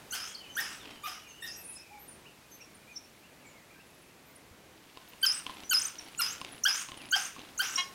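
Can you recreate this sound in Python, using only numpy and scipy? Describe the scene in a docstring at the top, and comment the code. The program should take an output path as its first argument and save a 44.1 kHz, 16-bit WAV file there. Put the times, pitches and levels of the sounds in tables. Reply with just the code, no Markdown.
"""A pack of wild dogs twitters in the shade of big trees on a dry plain.
Each call layers two voices: a short, throaty yap and a thin whistle that leaps, drops and warbles away.
Breathy rasp sits under the calls, squeaks and chirps answer them, and the last yap creaks.
Paws rustle in dry litter among soft clacks and one dull bump; trunks and foliage scatter the calls.
Far birds sing over a quiet bed of open air and hissing leaves."""
import sys
import numpy as np
from scipy import signal
from scipy.fft import rfft, irfft, next_fast_len
from scipy.io import wavfile
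from scipy.ndimage import uniform_filter1d, map_coordinates

SR = 44100
rng = np.random.default_rng(int(sys.argv[2]) if len(sys.argv) > 2 else 0)


def file_out(sig):
    """Save sig as 16-bit WAV at sys.argv[1]."""
    # one column per channel
    cols = np.atleast_2d(sig).T
    # limit, then scale
    lim = np.clip(cols, -1, 1)
    pcm = np.round(lim * 32767).astype(np.int16)
    wavfile.write(sys.argv[1], SR, pcm)


N = 350154
TIME = np.arange(N) / SR

# Levels in the tables are relative: each layer's own gain and EQ come on top.
# high voice, one row a call:
# (dip pitch [Hz], top pitch [Hz], hold [s], lead-in level [dB], leap level [dB], hold level [dB])
WHISTLES = [(6110, 14700, .085, -33.5, -34, -38), (5930, 14800, 0.057, -38, -34, -34),
            (6700, 14400, 0.051, -56, -42, -41.5), (7800, 14400, .04, -50, -46.5, -42),
            (8800, 15000, .061, -39, -29, -19), (6500, 14400, .051, -24, -25, -17.5),
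            (6820, 12400, .053, -31, -28, -23.5), (5740, 16300, 0.04, -20.5, -34, -20.5),
            (6440, 20000, .01, -27, -31, -24), (6210, 15200, 0.015, -28.5, -32, -36)]
# tail of each whistle: (length [s], period [s], climb time [s], depth [0-1], level [dB])
WARBLES = [(0.062, 0.024, .04, 0.7, -41), (0.1, 0.023, 0.03, 0.4, -46), (0.044, 0.04, .3, 0.49, -52.5),
           (0.066, 0.041, 0.076, 0.8, -47.5), (0.076, .03, 0.015, .3, -26), (.1, .0345, 0.016, .8, -25.5),
           (0.069, 0.045, 0.11, .25, -33), (.112, 0.019, 0.049, 0.7, -29), (0.1, 0.028, 0.012, .8, -30),
           (0.16, 0.026, 0.096, 0.7, -33)]
# low voice of the same calls: (time [s], length [s], start pitch [Hz], top pitch [Hz], end pitch [Hz],
# level [dB], overtone gain [dB], sag level [dB], rasp level [dB])
YAPS = [(0.123, 0.024, 1348, 1554, 1200, -38.5, 4.5, -48, -43.5),
        (0.567, .037, 1358, 1857, 1830, -29, -10.5, -44, -43),
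        (1.036, .038, 1160, 1263, 1060, -43, -3, -48, -46.5),
        (1.422, 0.039, 1797, 1867, 1780, -40.5, -2, -77, -58),
        (5.229, 0.029, 1555, 1555, 1310, -30.5, 10.5, -63, -43),
        (5.711, 0.024, 1543, 1500, 1090, -27.5, 6.5, -65, -42.5),
        (6.192, .021, 1446, 1386, 1100, -33, 5.5, -49, -40.5),
        (6.652, .028, 1345, 1675, 1480, -21.5, -0.5, -46, -39.5),
        (7.124, 0.035, 1412, 1618, 1460, -23.5, 0.5, -33.5, -39.5),
        (7.593, 0.027, 1350, 1598, 1290, -26.5, 1, -44, -40.5)]
# throat resonances: (frequency [Hz], gain [dB])
THROAT_EQ = [(1100, 8.5), (1500, 0), (1900, -3), (2400, 2.5), (2900, -9), (3200, 1), (3700, -3),
             (4200, -9.5), (4700, -8.5), (5400, -11.5), (6300, -28.5), (11000, -38)]
# contour of the last, creaky yap: (time [s], pitch [Hz], level [dB])
CREAK_CONTOUR = [(7.772, 341.5, -52), (7.781, 362.6, -34), (7.79, 365, -32.5), (7.805, 356.5, -33.5),
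                 (7.813, 355, -43)]
# its buzzy timbre: (harmonic [number], level [dB])
CREAK_PARTIALS = [(1, -23), (2, -15), (3, 2.5), (4, -13), (5, -7), (6, -0.5), (7, -9), (8, 2.5), (9, -1),
                  (10, -18), (11, -1.5), (12, -12), (14, -8)]
# colour of the throat noise: (frequency [Hz], gain [dB])
RASP_EQ = [(300, -46), (740, -12), (950, -7), (1350, 2.5), (1950, -3.5), (2900, 2), (4200, -10),
           (5800, -0.5), (7600, -16), (11000, -14.5), (16000, -22)]
# the pack's squeaks and whines:
# (time [s], length [s], start pitch [Hz], middle pitch [Hz], end pitch [Hz], level [dB])
SQUEAKS = [(.344, 0.018, 5660, 4410, 4600, -36.5), (1.56, 0.063, 10600, 12700, 8550, -50),
           (1.635, 0.046, 8400, 9800, 11300, -45), (1.69, 0.052, 11200, 10100, 6000, -47),
           (1.75, 0.045, 5400, 5130, 6000, -49.5), (1.9, 0.102, 777, 847, 750, -51),
           (1.985, 0.067, 10600, 13150, 12000, -49), (2.075, .06, 9200, 9520, 8800, -47.5),
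           (2.5, 0.076, 11900, 11800, 12100, -52), (2.745, .017, 11000, 9100, 9100, -50.5),
           (2.9, 0.073, 6900, 6160, 5760, -60), (2.955, 0.026, 6100, 5430, 6300, -40),
           (4.255, .08, 11500, 14700, 13600, -58), (4.348, 0.025, 12500, 10100, 9000, -53.5),
           (5.082, .024, 9700, 13400, 15300, -49), (5.984, 0.016, 6160, 5520, 5800, -37.5),
           (5.995, .042, 9300, 9100, 8700, -53), (7.757, 0.011, 5300, 5680, 5800, -20)]
# spells of thin chirping: (start [s], end [s], level [dB])
CHATTER_SPELLS = [(0.702, .98, -70), (3.002, 3.2, -63), (3.868, 4.026, -59), (5.427, 5.66, -53),
                  (6.043, 6.17, -52), (6.405, 6.595, -51), (6.976, 7.11, -50), (7.414, 7.52, -58)]
# foreground clacks: (time [s], level [dB], hollow knock gain [dB])
CLACKS = [(4.972, -32.5, -1), (5.134, -36, -6), (5.465, -23, -5), (5.495, -28, 3), (5.603, -32.5, -22),
          (6.414, -24.5, 0.5), (6.447, -23, -30), (6.886, -29.5, -2.5), (6.918, -28.5, -3.5),
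          (7.363, -33.5, 0.5), (7.392, -31, -21)]
# colour of a clack's snap: (frequency [Hz], gain [dB])
SNAP_EQ = [(200, -5), (1000, -12.5), (1700, -19), (2800, 0), (4300, -10.5), (6000, -16), (15000, -35)]
# spells of paws in litter: (start [s], end [s], level [dB])
SCUFFLE_SPELLS = [(0.798, 0.988, -53), (4.752, 5.227, -63.5), (5.439, 5.668, -51.5), (5.931, 6.157, -53.5),
                  (6.393, 6.62, -54), (6.863, 7.11, -53.5), (7.339, 7.517, -53)]
# colour of the dry litter: (frequency [Hz], gain [dB])
LITTER_EQ = [(80, -16), (200, -3), (290, 13.5), (430, -5.5), (760, 4.5), (1100, -1), (1700, -0.5),
             (3000, 1.5), (4500, -5), (6500, -20.5), (15000, -40)]
# reverb send as the dogs turn: (time [s], gain [dB])
TREE_SEND = [(0, -1.5), (1.1, -0.5), (1.6, 3.5), (2.2, -7), (5.8, -11.5), (6.3, -8.5), (7.65, -7),
             (7.8, -6)]
# reverb decay among the trees: (frequency [Hz], t60 [s])
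TREE_DECAY = [(300, 0.26), (1500, 0.46), (3000, 0.25), (6000, 0.39), (10000, 0.35), (15000, 0.086)]
# clear notes of far birds:
# (time [s], length [s], start pitch [Hz], middle pitch [Hz], end pitch [Hz], level [dB])
BIRD_NOTES = [(.42, 0.08, 2870, 2530, 2390, -53), (.49, 0.076, 6530, 6100, 5940, -56),
              (.79, 0.063, 3830, 3500, 3140, -51), (1.24, .053, 2350, 2470, 2100, -54),
              (1.27, 0.069, 6470, 6300, 6000, -54.5), (2.25, .03, 2200, 2770, 3130, -49.5),
              (2.51, 0.039, 6400, 6200, 6260, -49.5), (2.595, 0.035, 2020, 2550, 2900, -53.5),
              (2.605, 0.03, 5880, 5600, 5670, -49.5), (2.865, 0.072, 2160, 2480, 2260, -50.5),
              (3.225, 0.04, 2210, 2730, 2870, -55.5), (3.43, 0.063, 2440, 2270, 2140, -58),
              (3.45, 0.067, 8000, 7160, 6640, -58), (3.535, 0.07, 2150, 2160, 1790, -56.5),
              (3.695, .037, 1820, 2440, 1890, -54.5), (3.738, .055, 1790, 1565, 1900, -60),
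              (3.79, 0.0274, 2370, 2630, 2940, -56), (5.635, 0.047, 6070, 5900, 5950, -51),
              (6.98, 0.065, 3220, 2600, 2260, -47)]
# a far bird's sinking trills: (start [s], end [s], first pitch [Hz], last pitch [Hz], level [dB])
BIRD_TRILLS = [(0.277, .52, 3230, 2950, -52), (0.857, 1.985, 3220, 2353, -55.5)]
# fader moves of the ambience: (time [s], murmur level [dB], hiss level [dB])
AIR_LEVELS = [(0, -59, -57), (1, -60, -59), (2.2, -62, -60.5), (4.8, -62, -61.5), (5.4, -61.5, -56.5),
              (7.2, -60, -59.5), (7.94, -56.5, -54.5)]
# colour of the air's murmur: (frequency [Hz], gain [dB])
MURMUR_EQ = [(12, -46), (22, -25), (40, -6.5), (70, -2.5), (160, -.5), (290, 0), (430, -2.5), (600, -4.5),
             (1200, -10), (2500, -12), (5500, -38)]
# colour of the leaves' hiss: (frequency [Hz], gain [dB])
LEAF_EQ = [(300, -7), (900, 4), (2200, 3.5), (4000, 2), (8000, -2.5), (13000, -5), (16000, -9.5)]

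HELD_HZ, CEILING_HZ = 5260, 9170  # the whistle lands on the first; its warble climbs towards the second


def whistles(jitter=0.0089, strain=0.0336, waver=0.00914, flutter_db=3, octave_db=-15):
    """The dogs' high voice: a thin, fluttering tone that turns ragged at the top of its range."""
    out = np.zeros(N)
    for (start, length, *_), whistle, tail in zip(YAPS, WHISTLES, WARBLES):
        onset, gate, hz, db = gesture(whistle_contour(start, start + length, whistle, tail))
        height = np.clip((hz - 9000) / 5000, 0, 1)
        shake = (jitter + strain * height) * wobble(1104, len(hz)) + waver * wobble(157.6, len(hz))
        phase = phase_of(hz * (1 + shake))
        tone = np.sin(phase) + amp(octave_db) * np.sin(2 * phase) * (2 * hz < SR / 2)
        flutter = np.minimum(flutter_db * wobble(417, len(hz)), flutter_db)
        add(out, onset, gate * amp(db + flutter) * tone)
    return out


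def whistle_contour(start, end, whistle, tail, lead_s=0.017, lead_hz=7290, leap_s=0.008, drop_s=0.0058):
    """Breakpoints (time, pitch, level): dip before the yap, leap during it, land, hold and warble."""
    dip_hz, top_hz, hold_s, lead_db, leap_db, hold_db = whistle
    sink_s, fade_db_per_s = 0.307 * hold_s, 340
    lead_in = [(start - lead_s, lead_hz, lead_db - 18),
               (start - 2 * lead_s / 3, dip_hz, lead_db),
               (start - lead_s / 3, dip_hz, lead_db - 4.5)]
    leap = [(start, 0.7 * top_hz, leap_db),
            (start + leap_s, 0.95 * top_hz, leap_db - 4.5),
            (end - drop_s / 2, top_hz, leap_db)]
    drop = [(end + drop_s / 4, CEILING_HZ, leap_db - 1.8),
            (end + 2 * drop_s / 3, dip_hz, leap_db - 6)]
    held = [(end + drop_s, HELD_HZ, hold_db),
            (end + drop_s + sink_s, 0.93 * HELD_HZ, hold_db - fade_db_per_s * sink_s)]
    return [*lead_in, *leap, *drop, *held, *warble(end + hold_s, *tail)]


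def warble(start, length, period, climb_s, depth, db, rise_db=-6.5, fall_db=-12.5, db_per_octave=-10):
    """Breakpoints of a pitch that climbs and keeps dipping back, thinning on glides and with height."""
    t = np.linspace(0, length, 200)
    swing = np.pi * t / period
    reach = np.minimum(t / climb_s, 1) * (1 - depth * np.cos(swing) ** 2)
    hz = (HELD_HZ + (CEILING_HZ - HELD_HZ) * reach) * (1 + 0.0126 * wobble(SR / 20, len(t)))
    slope = np.sin(2 * swing)
    glide_db = np.where(slope > 0, rise_db, fall_db) * slope ** 2
    return np.transpose([start + t, hz, db + glide_db + db_per_octave * np.log2(hz / HELD_HZ)])


def yaps(attack_s=0.004, edge_db=-6.5, jitter=0.0052, rough=0.2, flutter_db=2,
         sag_s=0.01916, sag_hz=(980, 760, 790)):
    """The low voice: harmonics bend through the throat's resonances, then sag into a rough low note."""
    out, sags = np.zeros(N), []
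    crest, close = 0.546, 0.665  # shares of the yap where the pitch levels off and gives way
    for start, length, start_hz, top_hz, end_hz, level_db, overtone_db, sag_db, _ in YAPS:
        end = start + length
        envelope = [(start, edge_db), (start + attack_s, 0), (start + close * length, 0), (end, edge_db)]
        onset, gate, db = gesture(envelope)
        progress = np.linspace(0, 1, len(db))
        hz = np.interp(progress, [0, crest, close, 1], [start_hz, top_hz, top_hz, end_hz])
        shake = (jitter + rough * progress ** 6) * wobble(830, len(hz))
        phase = phase_of(hz * (1 + shake))
        voice = np.zeros(len(hz))
        for k in range(1, 8):
            partial_db = along(THROAT_EQ, k * hz) + overtone_db * (k > 1)
            voice += amp(partial_db + flutter_db * wobble(252, len(hz))) * np.cos(k * phase)
        add(out, onset, -gate * amp(level_db + db) * voice)
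        sags.append((end - sag_s / 4, sag_s, *sag_hz, sag_db))
    return out + notes(sags, jitter=0.033, flutter_db=4.5)


def creak(jitter=0.021, gain_db=-1):
    """The vocal folds repeat only every third swing, so the last yap is low and buzzy."""
    out = np.zeros(N)
    onset, gate, hz, db = gesture(CREAK_CONTOUR)
    phase = phase_of(hz * (1 + jitter * wobble(670, len(hz))))
    buzz = sum(amp(level) * np.cos(k * phase) for k, level in CREAK_PARTIALS)
    add(out, onset, -gate * amp(db + gain_db) * buzz)
    return out


def rasp(gain_db=3, grain_db=2, attack_s=0.033, fade_db_per_s=44, release_s=0.09):
    """Grainy throat noise that swells with the yap and fades beneath the whistle."""
    envelope = np.zeros(N)
    breath = unit(noise(RASP_EQ) * amp(grain_db * wobble(300)))
    for (start, length, *_, db), (_, _, hold_s, *_), (tail_s, *_) in zip(YAPS, WHISTLES, WARBLES):
        span = length + hold_s + tail_s
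        faded_db = db - fade_db_per_s * span
        onset, gate, level = gesture([(start, db - 20), (start + attack_s, db), (start + span, faded_db),
                                      (start + span + release_s, faded_db - 15)])
        add(envelope, onset, gate * amp(level))
    return amp(gain_db) * envelope * breath


def squeaks():
    """The pack's stray squeaks and whines, each a single bending tone."""
    return notes(SQUEAKS, jitter=0.014, flutter_db=3)


def chatter(gap_s=0.037, length_s=0.0165, low_hz=9100, rise=1.1):
    """Other dogs add runs of tiny rising chirps."""
    rows = []
    for start, end, db in CHATTER_SPELLS:
        for onset in np.arange(start, end, gap_s):
            late, pitch, accent = rng.standard_normal(3)
            hz = low_hz * np.exp(0.1 * abs(pitch) + 0.04 * pitch)
            rows.append((onset + 0.0044 * late, length_s, hz, hz * rise ** 0.3, hz * rise,
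                         db + 3 * accent))
    return notes(rows, jitter=0.0056, flutter_db=4)


def clacks(knock_hz=1030, knock_t60=0.037, body_hz=290, body_t60=0.11):
    """Dry clacks in three layers: a tiny snap, a brief hollow knock and a dull body."""
    out, t = np.zeros(N), np.arange(SR // 16) / SR
    for onset, db, hollow_db in CLACKS + faint_clacks():
        snap_t60 = np.interp(db, [-36, -25], [0.009, 0.01])  # louder hits last slightly longer
        snap = amp(-2 - 60 * t / snap_t60) * noise(SNAP_EQ, len(t))
        knock = ring(t, knock_hz * (1 + 0.034 * rng.normal()), hollow_db - 7, knock_t60)
        body = ring(t, body_hz, -28, body_t60)
        attack = 1 - np.exp(-t / (0.037 * snap_t60))
        add(out, onset + 0.0005, amp(db) * attack * (snap + knock + body))
    return out


def faint_clacks(gap_s=0.044, scatter_s=0.012, lift_db=17, spread_db=1.5, hollow_db=-19):
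    """Cues for small clacks strewn through each spell of scuffling."""
    rows = []
    for start, end, db in SCUFFLE_SPELLS:
        for onset in np.arange(start + gap_s / 2, end, gap_s):
            late, accent = rng.standard_normal(2)
            rows.append((onset + scatter_s * late, db + lift_db + spread_db * accent, hollow_db))
    return rows


def scuffles(grain_db=5):
    """Paws shift in dry litter: a low rustle that comes in small uneven crackles."""
    out = np.zeros(N)
    for start, end, db in SCUFFLE_SPELLS:
        size = int((end - start) * SR)
        rustle = noise(LITTER_EQ, size)
        crackle = amp(grain_db * np.minimum(wobble(260, size), 1.5))
        add(out, start, amp(db) * arch(size) * unit(rustle * crackle))
    return out


def thump(onset=4.512):
    """One dull, faint bump: a low sine that dies quickly."""
    out, t = np.zeros(N), np.arange(SR // 5) / SR
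    add(out, onset, ring(t, hz=85, db=-49, t60=0.11))
    return out


def tree_reverb(send, attack_s=0.0027, lump_db=4, near_db=5, near_s=0.21):
    """Near trunks throw back strong early echoes; far foliage leaves a weaker, lumpy tail."""
    out, hop = np.zeros(N), SR // 4
    for centre in range(0, N, hop):  # crossfade into a fresh tail every hop
        hz, t, spectrum = signal.stft(rng.standard_normal(SR * 3 // 4), SR, nperseg=256)
        decay = amp(-60 * t / along(TREE_DECAY, hz)[:, None])
        tail = signal.istft(spectrum * decay, SR, nperseg=256)[1]
        age = np.arange(len(tail)) / SR
        tail *= 1 - np.exp(-age / attack_s)
        tail *= amp(near_db * np.exp(-age / near_s) + lump_db * wobble(250, len(tail)))
        crossfade = np.clip(1 - abs(np.arange(N) - centre) / hop, 0, 1)
        first = max(centre - hop, 0)
        piece = (send * crossfade)[first:centre + hop]
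        add(out, first / SR, signal.fftconvolve(piece, tail / np.linalg.norm(tail)))
    return out


def far_birds():
    """Distant song: trills and faint filler around a few clear, whistled notes."""
    return trills() + faint_song() + notes(BIRD_NOTES, jitter=0.016, flutter_db=2.5)


def trills(gap_s=0.034, length_s=0.045, detune=0.0184, bend=0.024):
    """A far bird runs down the scale in short, blurred notes."""
    rows = []
    for start, end, first_hz, last_hz, db in BIRD_TRILLS:
        for onset in np.arange(start, end - gap_s, gap_s):
            pitch, softer_db = rng.standard_normal(2)
            hz = np.interp(onset, [start, end], [first_hz, last_hz]) * (1 + detune * pitch)
            rows.append((onset, length_s, hz * (1 + bend), hz, hz * (1 - bend), db - softer_db))
    return notes(rows, jitter=0.024, flutter_db=3.5)


def faint_song(start=2.3, end=4.4, gap_s=0.12, length_s=0.061, centre_hz=2400, spread=0.087, db=-63):
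    """Fainter bird notes wander between the clear ones."""
    rows = []
    for onset in np.arange(start, end, gap_s):
        late_s = gap_s * rng.normal() / 4
        pitches = centre_hz * np.exp(spread * rng.standard_normal(3))
        rows.append((onset + late_s, length_s, *pitches, db))
    return notes(rows, jitter=0.026, flutter_db=0.5)


def air(murmur_gain_db=2, drift_db=1.5):
    """The bed: a low, slowly moving murmur of open air under a faint, even hiss of leaves."""
    murmur_db, hiss_db = automation(AIR_LEVELS)
    murmur = amp(murmur_db + murmur_gain_db + drift_db * wobble(4.675)) * noise(MURMUR_EQ)
    return murmur + amp(hiss_db) * noise(LEAF_EQ)


def notes(rows, jitter, flutter_db):
    """Pure tones that swell and fade while they bend through three pitches."""
    out = np.zeros(N)
    for onset, length, *pitches, db in rows:
        size = int(length * SR)
        bend = np.polyfit([0, 0.5, 1], pitches, 2)
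        hz = np.polyval(bend, np.linspace(0, 1, size)) * (1 + jitter * wobble(354, size))
        swell = arch(size) * amp(db + flutter_db * wobble(81, size))
        add(out, onset, swell * np.sin(phase_of(hz)))
    return out


def gesture(breakpoints, pad_s=0.002, fade_s=0.004):
    """Onset, soft gate and smoothed control curves of one short call."""
    times, *columns = np.transpose(breakpoints)
    times = np.sort(times)
    t = np.arange(times[0] - pad_s, times[-1] + pad_s, 1 / SR)
    to_edge_s = np.minimum(t - t[0], t[-1] - t)
    gate = np.sin(np.pi / 2 * np.clip(to_edge_s / fade_s, 0, 1)) ** 2
    curves = [uniform_filter1d(np.interp(t, times, c), size=110, mode="nearest") for c in columns]
    return t[0], gate, *curves


def automation(breakpoints):
    """One scene-long curve for each column after the time."""
    times, *columns = np.transpose(breakpoints)
    return [np.interp(TIME, times, c) for c in columns]


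def ring(t, hz, db, t60):
    """A sine that falls 60 dB in t60 seconds."""
    return amp(db - 60 * t / t60) * np.sin(2 * np.pi * hz * t)


def arch(size):
    """A rounded swell and fade."""
    return np.sqrt(abs(np.sin(np.pi * np.linspace(0, 1, size))))


def phase_of(hz):
    """Oscillator phase for a moving pitch."""
    return 2 * np.pi * np.cumsum(hz) / SR


def wobble(rate, size=N):
    """Smooth random modulation, rate knots a second."""
    knots = rng.standard_normal(int(size * rate / SR) + 4)
    return map_coordinates(knots, [np.arange(size) * rate / SR])


def noise(eq, size=N):
    """Coloured noise of rms 1."""
    return unit(filtered(rng.standard_normal(size), lambda hz: amp(along(eq, hz))))


def filtered(x, response):
    """Zero-phase EQ; response gives the gain at each frequency."""
    padded = next_fast_len(len(x) + 8192)
    return irfft(rfft(x, padded) * response(np.fft.rfftfreq(padded, 1 / SR)), padded)[:len(x)]


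def along(points, hz):
    """Read (frequency, value) points on a log axis."""
    frequencies, values = np.transpose(points)
    return np.interp(np.log(hz + 1), np.log(frequencies + 1), values)


def add(track, onset, x):
    """Mix x into the track at onset seconds."""
    part = track[max(round(onset * SR), 0):][:len(x)]
    part += x[:len(part)]


def amp(db):
    """Decibels to gain."""
    return 10 ** (np.asarray(db) / 20)


def unit(x):
    """x at rms 1."""
    return x / np.sqrt(np.mean(x ** 2) + 1e-20)


def scene(squeak_db=-1, chatter_db=-3, shelf_db=-4, bird_db=-3, bird_send_db=-6):
    """The mono mix: dogs in front, tree reverb around them, birds and air behind."""
    pack = amp(squeak_db) * squeaks() + amp(chatter_db) * chatter()
    whistle = whistles()
    others = yaps() + creak() + pack + clacks()
    birds = far_birds()
    send_db = automation(TREE_SEND)[0]
    # a dog that faces away aims its whistle into the trees: less direct sound, more echo
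    turned_db = 0.2 * np.maximum(send_db + 12.5, 0)
    treble_shelf = [(7000, 0), (14000, shelf_db)]
    direct = filtered(whistle * amp(-turned_db) + others, lambda hz: amp(along(treble_shelf, hz)))
    dog_send = (whistle * amp(turned_db / 2) + others) * amp(send_db)
    echo = tree_reverb(dog_send + amp(bird_send_db) * birds)
    return (direct + amp(bird_db) * birds + rasp() + scuffles() + echo + thump() + air())[None]


def record(dry, cutoff_hz=15900):
    """A brick-wall low-pass takes the very top off the mix."""
    return filtered(dry[0], lambda hz: hz < cutoff_hz)[None]


dry = scene()
out = record(dry)
file_out(out)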